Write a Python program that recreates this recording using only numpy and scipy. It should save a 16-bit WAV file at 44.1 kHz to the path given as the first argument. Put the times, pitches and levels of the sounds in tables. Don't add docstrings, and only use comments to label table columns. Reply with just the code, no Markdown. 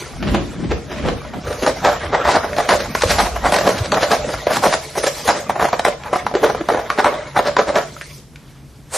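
import sys
import numpy as np
from scipy import signal
from scipy.fft import rfft, irfft
from scipy.io import wavfile
from scipy.ndimage import uniform_filter1d

SR = 44100
rng = np.random.default_rng(int(sys.argv[2]) if len(sys.argv) > 2 else 0)


def to_linear_factor(level_db):
    exponent = np.asarray(level_db, float) / 20
    return 10 ** exponent


def log_audio(samples):
    frames = np.atleast_2d(samples).T
    limited = np.clip(frames, -1, 1)
    pcm = np.round(limited * 32767).astype(np.int16)
    wavfile.write(sys.argv[1], SR, pcm)


N = 395577


def evened(x):
    return x / np.sqrt(np.mean(x ** 2) + 1e-20)


def crest(x):
    return np.sqrt(uniform_filter1d(x ** 2, 220).max() + 1e-20)


def read(points, hz):
    f, value = np.transpose(points)
    return np.interp(np.log(hz + 1), np.log(f + 1), value)


def controls(rows):
    s, *columns = np.transpose(rows)
    return [np.interp(np.arange(N) / SR, s, column) for column in columns]


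def coloured(x, points):
    gain_db = np.maximum(read(points, abs(np.fft.fftfreq(8192, 1 / SR))), -90)
    log_gain = np.log(to_linear_factor(gain_db))
    taps = np.fft.ifft(np.exp(np.conj(signal.hilbert(log_gain)))).real[:2048]
    return signal.oaconvolve(x, taps / np.linalg.norm(taps))[:len(x)]


def band(x, lo_hz, hi_hz, order=2):
    sos = signal.butter(order, [lo_hz, min(hi_hz, SR / 2.2)], "band", fs=SR, output="sos")
    return signal.sosfilt(sos, x)


def crackle(per_s, spread_db):
    size = to_linear_factor(spread_db * np.minimum(rng.exponential(1, N), 4)) * rng.choice([-1., 1.], N)
    return evened(size * (rng.random(N) < per_s / SR))


def lumps(per_s, depth_db):
    span = max(int(SR / per_s), 1)
    chance = uniform_filter1d(uniform_filter1d(rng.standard_normal(N), span), span)
    return evened(to_linear_factor(depth_db * evened(chance)))


def patchy(x, depth_db=3.5, size=256, count=5):
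    hz, t, z = signal.stft(x, SR, nperseg=size)
    clumps = uniform_filter1d(rng.standard_normal(z.shape), size=count, axis=0)
    clumps = evened(uniform_filter1d(clumps, size=2304 // size, axis=1))
    return evened(signal.istft(z * to_linear_factor(depth_db * clumps), SR, nperseg=size)[1][:N])


def blows(rows, width, body_share, slips, body, tick):
    out = np.zeros(N)
    ring_share, ring_width, tick_hurry = 1.3, 1.07, 1.7
    uppers = np.resize(rng.uniform(1.38, 2.71, size=128), len(rows))
    for (s, db, hz, tick_db, t60, rise), upper in zip(np.array(rows, float), uppers):
        t60, rise = np.clip(t60, .008, .4), max(rise, .0004)
        lead = 3 * rise + 0.0031
        at = max(round((s - lead) * SR), 0)
        t = np.arange(min(int((t60 + lead + .01) * SR), N - at)) / SR - lead + 0.001493
        part = slice(at, at + len(t))
        shape = to_linear_factor(np.where(t < 0, 10 * t / rise, -60 * t / t60))
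        snap = (t >= 0) * (t < 1 / SR) * 0.079 / (rise + 0.0041)
        push = slips[part] * shape + snap

        patch = band(push, hz / width, hz * width)
        patch += 0.5 * band(push, hz * upper / 1.06, hz * upper * 1.042)
        ring = band(patch, hz / ring_width, hz * ring_width, order=1)
        thump = patch / crest(patch) + ring_share * ring / crest(ring)
        thump += body_share * body[part] * shape

        sharp = tick[part] * np.roll(shape, -30) ** np.where(t < 0, 1, tick_hurry)
        sharp *= to_linear_factor(tick_db - 4) / crest(sharp)
        out[part] += to_linear_factor(db) * (thump / crest(thump) + sharp)
    return out


def through_board(x):
    # (frequency [Hz], gain [dB])
    board_gain = [(150, -30.5), (250, 1.5), (545, 8.5), (678, -0.5), (1090, 2.5), (1960, -0.5),
                  (2820, -9.5), (3000, -7), (3900, -11.5), (6600, -120)]
    return evened(coloured(x, board_gain) + 7.5 * band(x, 584, 609, order=1))


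def claw_tips():
    # (frequency [Hz], gain [dB])
    tip_gain = [(880, -18.5), (1500, -4), (2860, -14), (4130, -10.5), (8290, -21.5), (9000, -23),
                (11700, -72), (19800, -120)]
    return evened(coloured(crackle(9000, 0.63), tip_gain))


def claw_snags(slips, tip):
    # (peak time [s], level [dB], board pitch [Hz], tick over thump [dB])
    snaps = [(1.667, -12.5, 800, -2), (1.851, -8.5, 910, -8), (2.568, -20, 630, -4),
             (2.693, -10, 690, -1.5), (2.953, -12, 980, -5.5), (3.037, -6, 490, -22), (3.525, -10, 650, -5),
             (3.694, -6.5, 650, -22), (3.923, -21, 910, 12), (3.927, -12.5, 600, -29),
             (4.471, -6, 580, -32), (4.956, -23, 760, -16), (5.498, -9, 770, -35), (5.655, -11.5, 724, -27),
             (5.689, -23, 830, -3), (5.732, -9.5, 775, -10), (5.797, -12, 685, -2), (5.853, -6, 710, -4.5),
             (6.268, -10.5, 896, -30), (6.354, -8.5, 395, -11.5), (6.37, -15, 510, -23),
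             (6.55, -15, 520, -28), (6.69, -8.5, 650, -12), (6.749, -12.5, 513, -18),
             (6.795, -21, 647, -26), (6.904, -10, 1190, -13), (7.047, -6.5, 856, -8),
             (7.393, -7.5, 626, -28), (7.569, -6.5, 933, -8.5)]
    snap_t60_s, snap_rise_s = 0.036, 0.0012
    # (peak time [s], level [dB], board pitch [Hz], tick over thump [dB])
    catches = [(1.512, -23.5, 490, -10), (1.637, -15, 380, -11), (2.137, -14, 600, -21),
               (2.277, -17, 740, -12), (2.586, -10.5, 690, -10), (2.605, -12.5, 686, -10),
               (3.366, -16.5, 730, -32), (3.545, -12.5, 766, 0), (3.567, -12, 670, 0),
               (3.59, -13.5, 604, 0), (3.613, -13.5, 630, -8), (3.948, -24.5, 770, 9.5),
               (4.12, -14.5, 660, 3), (4.341, -20, 650, -4), (4.666, -8, 607, -22), (4.98, -14, 530, -30),
               (5.04, -12, 502, -13), (5.072, -12.5, 574, -0.5), (5.562, -15.5, 705, -35),
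               (5.6, -15, 720, -21), (5.882, -9, 596, -36), (6.135, -14.5, 660, -29),
               (6.165, -21, 740, -27), (6.468, -19.5, 660, -8), (6.503, -14.5, 734, -10),
               (6.612, -16.5, 320, -34), (6.704, -22, 614, -32), (6.724, -13, 477, -31),
               (6.998, -9.5, 810, -8)]
    catch_t60_s, catch_rise_s = 0.049, 0.0064
    # (peak time [s], level [dB], board pitch [Hz], tick over thump [dB], t60 [s])
    rips = [(1.473, -21.5, 483, -24, 0.47), (1.9, -28, 615, 2, 0.28), (2.261, -17, 810, -11, 0.069),
            (2.289, -9, 712, -14, 0.19), (2.318, -28.5, 780, 12, 0.22), (2.45, -15.5, 670, -13, 0.097),
            (2.711, -11.5, 960, -3, 0.094), (2.808, -20, 540, 1.5, 0.18), (3.267, -19, 684, -5, 0.13),
            (3.711, -22, 650, -6, 0.79), (4.508, -12.5, 617, -27, 0.17), (4.642, -8.5, 710, -9, 0.044),
            (5.291, -6, 714, -17, 0.11), (5.366, -21, 576, -25, 0.28), (6.438, -6.5, 478, -17, .19),
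            (6.775, -16, 670, -26, 0.19), (7.069, -10, 730, -35, 0.057), (7.13, -25, 596, -28, 0.17),
            (7.371, -8, 815, -24, 0.067), (7.592, -4, 560, -14, 0.12), (7.688, -15, 550, -8, 0.17),
            (7.768, -12, 640, -28, 0.024)]
    rip_rise_s, rip_hurry = 0.0056, 0.44
    # (peak time [s], level [dB], board pitch [Hz], tick over thump [dB], t60 [s])
    pulls = [(1.681, -8.5, 516, -27, 0.14), (1.868, -10, 720, -10, 0.2), (2.152, -11, 744, -13, 0.15),
             (2.364, -8.5, 690, -6.5, 0.083), (2.734, -9, 580, -10, 0.12), (3.11, -13.5, 647, 3, 0.25),
             (3.206, -13, 740, -3, 0.12), (3.465, -10, 720, -11, 0.12), (3.68, -8, 686, -6.5, 0.033),
             (3.978, -11, 660, -15, 0.053), (4.036, -11.5, 586, -1, 0.15), (4.139, -9.5, 686, -8, 0.14),
             (4.298, -19.5, 534, -29, 0.12), (4.572, -14.5, 780, -1, 0.025), (4.742, -12, 640, 0, 0.079),
             (5.629, -9, 670, -19, 0.17), (6.075, -24, 880, -25, 0.075), (7.476, -15, 577, -3, 0.17),
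             (7.785, -13, 666, -10, 0.15), (2.868, -25.5, 800, -5, 0.037), (3.789, -29.5, 694, 8.5, 0.13),
             (3.862, -24, 634, 2, .07), (4.54, -28.5, 780, 7.5, 0.084), (7.163, -26.5, 620, -13, 0.071)]
    pull_rise_s = 0.021
    # (peak time [s], level [dB], board pitch [Hz], tick over thump [dB], t60 [s])
    afters = [(3.013, -23, 1180, 1, 0.044), (3.187, -14, 690, -16, .05), (3.199, -18, 760, -19, .04),
              (5.505, -17, 900, -32, 0.04), (5.611, -19, 720, -9, .04), (5.646, -16.5, 810, -23, 0.028),
              (5.739, -14.5, 550, -25, 0.052), (5.873, -20, 820, -27, 0.061), (6.132, -17, 640, -29, 0.027),
              (6.144, -31, 720, -28, 0.041), (6.161, -12, 710, -30, 0.021), (6.342, -16, 520, -14, 0.053),
              (6.449, -12, 465, -20, 0.025), (6.458, -25, 520, -20, 0.029), (6.702, -11, 697, -52, 0.031),
              (6.896, -29, 1080, -11, .04), (6.979, -21, 900, -7, 0.066), (6.988, -12, 574, -18, 0.041),
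              (7.006, -20, 770, -20, 0.015), (7.059, -12, 920, -23, 0.032), (7.081, -20, 1000, -24, 0.033),
              (7.143, -35, 3330, -13, 0.037), (1.251, -32.5, 970, -17, .04), (5.28, -15, 820, -6, 0.051),
              (5.304, -12, 930, -26, 0.038), (2.251, -16.5, 700, -16, 0.043), (2.144, -18, 650, -30, 0.12),
              (1.626, -19, 340, -27, 0.065), (1.862, -15.5, 654, -21, 0.071), (4.654, -20, 820, -12, .04),
              (4.729, -22, 770, -9, 0.045), (6.137, -13, 623, -33, 0.022), (6.738, -17, 600, -21, 0.044),
              (8.016, -35, 600, -25, .04), (7.1, -31, 596, -30, 0.32), (1.92, -29, 603, -30, 0.23)]
    after_rise_s = 0.00089

    rows = [(*row, snap_t60_s, snap_rise_s) for row in snaps]
    rows += [(*row, catch_t60_s, catch_rise_s) for row in catches]
    rows += [(*row, rip_rise_s * to_linear_factor(-rip_hurry * row[1])) for row in rips]
    rows += [(*row, pull_rise_s) for row in pulls]
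    rows += [(*row, after_rise_s) for row in afters]
    return blows(rows, 1.68, 0.85, slips, through_board(slips), tip)


def settling_ticks(slips, tip):
    # (peak time [s], level [dB], pitch [Hz], tick over thump [dB])
    settlings = [(0.062, -33, 1340, -24), (1.53, -27, 1600, 4), (2.534, -25, 1840, -6),
                 (3.023, -19, 870, 9.5), (3.191, -21, 860, 3), (7.759, -17, 1160, 0),
                 (7.967, -30, 1210, -23), (8.014, -26.5, 1710, -28), (8.361, -37.5, 2370, -1),
                 (6.315, -22, 694, -13), (6.038, -36, 2430, 5.5)]
    t60_s, rise_s = .055, .0013
    rows = [(*row, t60_s, rise_s) for row in settlings]
    return blows(rows, 1.48, .05, slips, tip, tip)


def paw_drag(snags):
    # (time [s], resting drag [dB], crispness [dB])
    resting = [(0.0, -31.5, 2), (.13, -38.5, 1.5), (.86, -37.5, -2.5), (1.35, -38, -4), (1.6, -30.5, 1),
               (2.04, -29.5, -8), (2.2, -26.5, -13), (3.1, -33.5, 7), (3.4, -33.5, -2), (4.3, -29.5, -3),
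               (5.05, -38, 6.5), (5.26, -30.5, 3.5), (5.33, -33, 2.5), (5.5, -39.5, -4.5),
               (6.85, -33.5, -7), (7.8, -35.5, -5.5), (7.95, -46, 7), (8.18, -55.5, 19), (8.24, -63, 9.5)]
    stroke_s, stroke_lag_s, stroke_db = 0.021, 0.003, -13
    rest_db, crisp_db = controls(resting)
    keep = np.exp(-1 / (stroke_s * SR))
    stroke = abs(signal.lfilter([1 - keep], [1, -keep], uniform_filter1d(snags ** 2, 700)))
    stroke = np.roll(stroke, int(stroke_lag_s * SR))
    return 10 * np.log10(to_linear_factor(2 * rest_db) + to_linear_factor(2 * stroke_db) * stroke), crisp_db


def claws():
    # (frequency [Hz], gain [dB])
    grit_gain = [(1290, -22), (2200, 6), (2670, 1.5), (4030, 3.5), (5940, 2.5), (8000, -2), (10400, -52),
                 (17600, -120)]
    slips, tears, tip = crackle(1400, 2.78), crackle(1200, 1.17), claw_tips()
    snags = claw_snags(slips, tip)
    drag_db, crisp_db = paw_drag(snags)
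    grit_db = -3.5 + 0.95 * crisp_db
    dust_db = -12.5 + 1.07 * crisp_db

    pressure = lumps(33.5, 2.57)
    drag = to_linear_factor(drag_db) * pressure * patchy(through_board(tears), depth_db=5.0, size=768, count=3)
    load = np.sqrt(uniform_filter1d(snags ** 2, 350) + to_linear_factor(drag_db) ** 2) / to_linear_factor(drag_db)
    tearing = pressure ** 0.6 * load ** 0.4
    grit = patchy(coloured(crackle(12000, 2.3), grit_gain))
    scrape = to_linear_factor(drag_db + grit_db - 3.0) * tearing * grit
    knocks = evened(band(tears, 128.5, 331)) + 0.36 * evened(band(tears, 81, 147))
    pad = to_linear_factor(drag_db - 15.5) * load ** 0.9 * knocks
    paws = snags + settling_ticks(slips, tip) + drag + scrape + pad
    return paws, drag_db + dust_db + 7.5, tearing


def dust(level_db, tearing):
    fibre_gain = [(7300, -58), (8000, 2.0), (10000, 4.5), (13000, 1.5), (13600, -43)]  # (Hz, dB)
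    a, b = (evened(coloured(crackle(14000, 5.9), fibre_gain)) for _ in range(2))
    ports = np.array([a, 0.58 * np.roll(a, 48) + 0.95 * b])
    return to_linear_factor(level_db - 5.5) * tearing ** 1.47 * ports


def footfalls():
    # (peak time [s], level [dB], pitch [Hz], tick over thump [dB], rise [s])
    landings = [(0.229, -27.5, 714, 8, 0.0012), (0.287, -18.5, 258, -3, 0.023),
                (0.349, -13, 324, -5, 0.0042), (0.38, -22.5, 231, -5.5, 0.042),
                (0.716, -15, 402, -4, 0.0081), (0.919, -25, 374, -0.5, .011),
                (0.989, -27.5, 235, 0.5, 0.049), (1.063, -18.5, 494, -8, 0.017),
                (1.089, -19, 490, -2, 0.0048), (1.341, -25.5, 744, -14, 0.0062),
                (.648, -31.5, 414, 2, 0.013)]
    t60_s, t60_per_rise = 0.056, 6
    slips = crackle(1500, 3.3)
    rows = [(*row, t60_s + t60_per_rise * rise, rise) for *row, rise in landings]
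    body, sole = evened(band(slips, 120, 1030)), evened(band(slips, 380, 2600))
    return blows(rows, 2.04, 0.78, slips, body, sole)


def hand():
    # (time [s], rumble level [dB])
    unrest = [(0.0, -42), (.35, -22), (.49, -38), (.72, -27.5), (.86, -41), (1.08, -22), (1.22, -39),
              (2.95, -37.5), (3.05, -31.5), (3.5, -33), (4.65, -38.5), (4.85, -48), (6.46, -43),
              (7.55, -48.5), (8.95, -51.5)]
    walk_apart, still_apart, walk_end_s = 0.4, 0.079, 1.4
    rumble_db, = controls(unrest)
    shuffle_db = -36.5 + 0.96 * (rumble_db - rumble_db.mean())
    a, b, c, d = rng.standard_normal((4, N))
    apart = np.where(np.arange(N) < walk_end_s * SR, walk_apart, still_apart)
    low = np.array([a + apart * b, a - apart * b])
    rumble = to_linear_factor(rumble_db) * lumps(23, 2.9) * evened(band(low, 43.0, 94))
    rub = np.array([c + 1.8 * apart * d, c - 0.65 * apart * d])
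    shuffle = to_linear_factor(shuffle_db - 1.0) * lumps(26, 4.7) * evened(band(rub, 118, 288))
    return rumble + shuffle


def bumps():
    # (time [s], level [dB], frequency [Hz], length [s])
    pushes = [(0.318, -19, 53.4, 0.031), (0.734, -27, 64, 0.11), (1.082, -30, 56.4, 0.038),
              (1.492, -26, 85, 0.018), (2.067, -28, 85, 0.053), (2.275, -28, 63, 0.044),
              (3.061, -17.5, 80, 0.012), (3.119, -25, 60.3, 0.042), (3.237, -25.5, 49, 0.13),
              (3.371, -26.5, 56.4, 0.091), (3.451, -28, 54, 0.053), (3.817, -16.5, 104, 0.019),
              (7.506, -36, 71.5, 0.031)]
    out = np.zeros((2, N))
    for (s, db, hz, length), lean in zip(pushes, rng.uniform(-0.2, 1, size=32)):
        t = np.arange(-2 * length, 2 * length, 1 / SR)
        swell = to_linear_factor(db + 5.0 - 30 * (t / np.maximum(length, 1.1 / hz)) ** 2)
        phase = .5 * lean * np.array([[-1], [1]])
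        at = round((s - 2 * length) * SR)
        out[:, at:at + len(t)] += swell * np.cos(2 * np.pi * hz * t + phase)
    return out


def swish():
    # (time [s], level [dB])
    brush = [
        (8.88, -66),
        (8.94, -22),
        (8.97, -18.5),
    ]
    # (frequency [Hz], gain [dB])
    fur_gain = [(160, -48), (280, -9), (553, 5.5), (3140, -9), (4480, -6), (5720, -7), (8570, 0),
                (13500, -20)]
    level_db = np.where(np.arange(N) < brush[0][0] * SR, -120, controls(brush)[0])
    a, b = (coloured(rng.standard_normal(N), fur_gain) for _ in range(2))
    return to_linear_factor(level_db) * np.array([a + 0.12 * b, a - 0.16 * b])


def tiles(x):
    # (frequency [Hz], t60 [s])
    decay = [(300, 0.42), (2000, 0.24), (8000, 0.52)]
    # (frequency [Hz], gain [dB])
    port_gain = [(250, -17.5), (700, -4), (2500, -1.5), (6000, 1.5)]
    taps = np.zeros((2, SR // 2))
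    jitter = rng.integers(0, 20, (2, (SR // 2 - 201) // 20))
    at = np.arange(200, SR // 2 - 20, 20) + jitter
    np.put_along_axis(taps, at, rng.choice([-1., 1.], at.shape), 1)
    hz, t, z = signal.stft(taps, SR, nperseg=256)
    tail = signal.istft(z * to_linear_factor(-60 * t / read(decay, hz)[:, None]), SR, nperseg=256)[1]
    size = tail.shape[1]
    apart = irfft(rfft(tail[1]) * to_linear_factor(read(port_gain, np.fft.rfftfreq(size, 1 / SR))), size)
    tail = np.array([tail[0] + apart, tail[0] - apart])
    return signal.fftconvolve(x[None], tail / np.linalg.norm(tail[0]), axes=1)[:, :N]


def room_tone():
    # (frequency [Hz], gain [dB])
    tone_gain = [(18, -51), (30, -19), (60, -2.5), (111, -10.5), (148, 5.5), (172, -30), (241, -19),
                 (446, -22), (5410, -36), (12300, -42.5), (14000, -42.5)]
    tone_db = -37.5
    # (time [s], level [dB])
    drift = [
        (0.0, 6),
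        (7.9, -9),
        (8.22, -1.5),
        (8.3, -5),
        (8.4, 1),
        (8.58, 2),
        (8.66, -2),
        (8.86, -2.5),
        (8.97, 11),
    ]
    a, b = (evened(coloured(rng.standard_normal(N), tone_gain)) for _ in range(2))
    hiss = band(a, 410, 9000)
    wandering = to_linear_factor(controls(drift)[0]) * np.std(hiss) * patchy(hiss, depth_db=-1.5)
    a = a - hiss + wandering
    return to_linear_factor(tone_db - 4.0) * np.array([a + 0.17 * b, a - 0.18 * b])


def scene():
    paws, dust_db, tearing = claws()
    feet = footfalls()
    echoes = to_linear_factor(-5.0) * tiles(paws + 2.0 * feet)
    at_phone = hand() + bumps() + swish()
    return paws + feet + echoes + dust(dust_db, tearing) + at_phone + room_tone()


def thinned_treble(x):
    # (frequency [Hz], share of tiles dropped [0-1, above 1 always])
    dropped = [(2500, 0), (6300, .04), (7200, .2), (8000, .66), (8600, .5), (11500, .55), (12700, .66),
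               (13300, 1.1)]
    hz, t, z = signal.stft(x, SR, nperseg=1024)
    luck = rng.standard_normal((len(hz) // 12 + 1, len(t) // 5 + 2))
    luck = evened(luck + .4 * np.roll(luck, 1, 0) + .2 * np.roll(luck, 1, 1))
    luck = np.repeat(.5 + .5 * np.tanh(.85 * luck), 5, 1)
    luck = [np.roll(row, k) for k, row in zip(rng.integers(0, 4, len(luck)), luck)]
    luck = np.repeat(luck, 12, 0)[:len(hz), :len(t)]

    power = uniform_filter1d((abs(z) ** 2).mean(0), 5, axis=1)
    treble_db = 10 * np.log10(power[hz > 8000].sum(0) / power[hz < 3000].sum(0) + 1e-12)
    busy = np.clip((8.25 - t) / .1, .15, 1)
    busy = busy * np.clip(1 - .025 * (treble_db - np.median(treble_db)), .6, 1.2)
    share = read(dropped, hz)[:, None]
    kept = np.where(luck < np.where(share > 1, share, share * busy), .002, 1)
    return signal.istft(z * kept, SR, nperseg=1024)[1][:, :N]


def top_cut(x):
    return signal.sosfilt(signal.butter(12, 14210, fs=SR, output="sos"), x)


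def record(dry):
    knee, ceiling = .5, .85
    over = np.maximum(abs(dry) - knee, 0)
    limited = dry - np.sign(dry) * (over - (ceiling - knee) * np.tanh(over / (ceiling - knee)))
    mix = thinned_treble(limited)
    return top_cut(mix)


dry = scene()
out = record(dry)
log_audio(out)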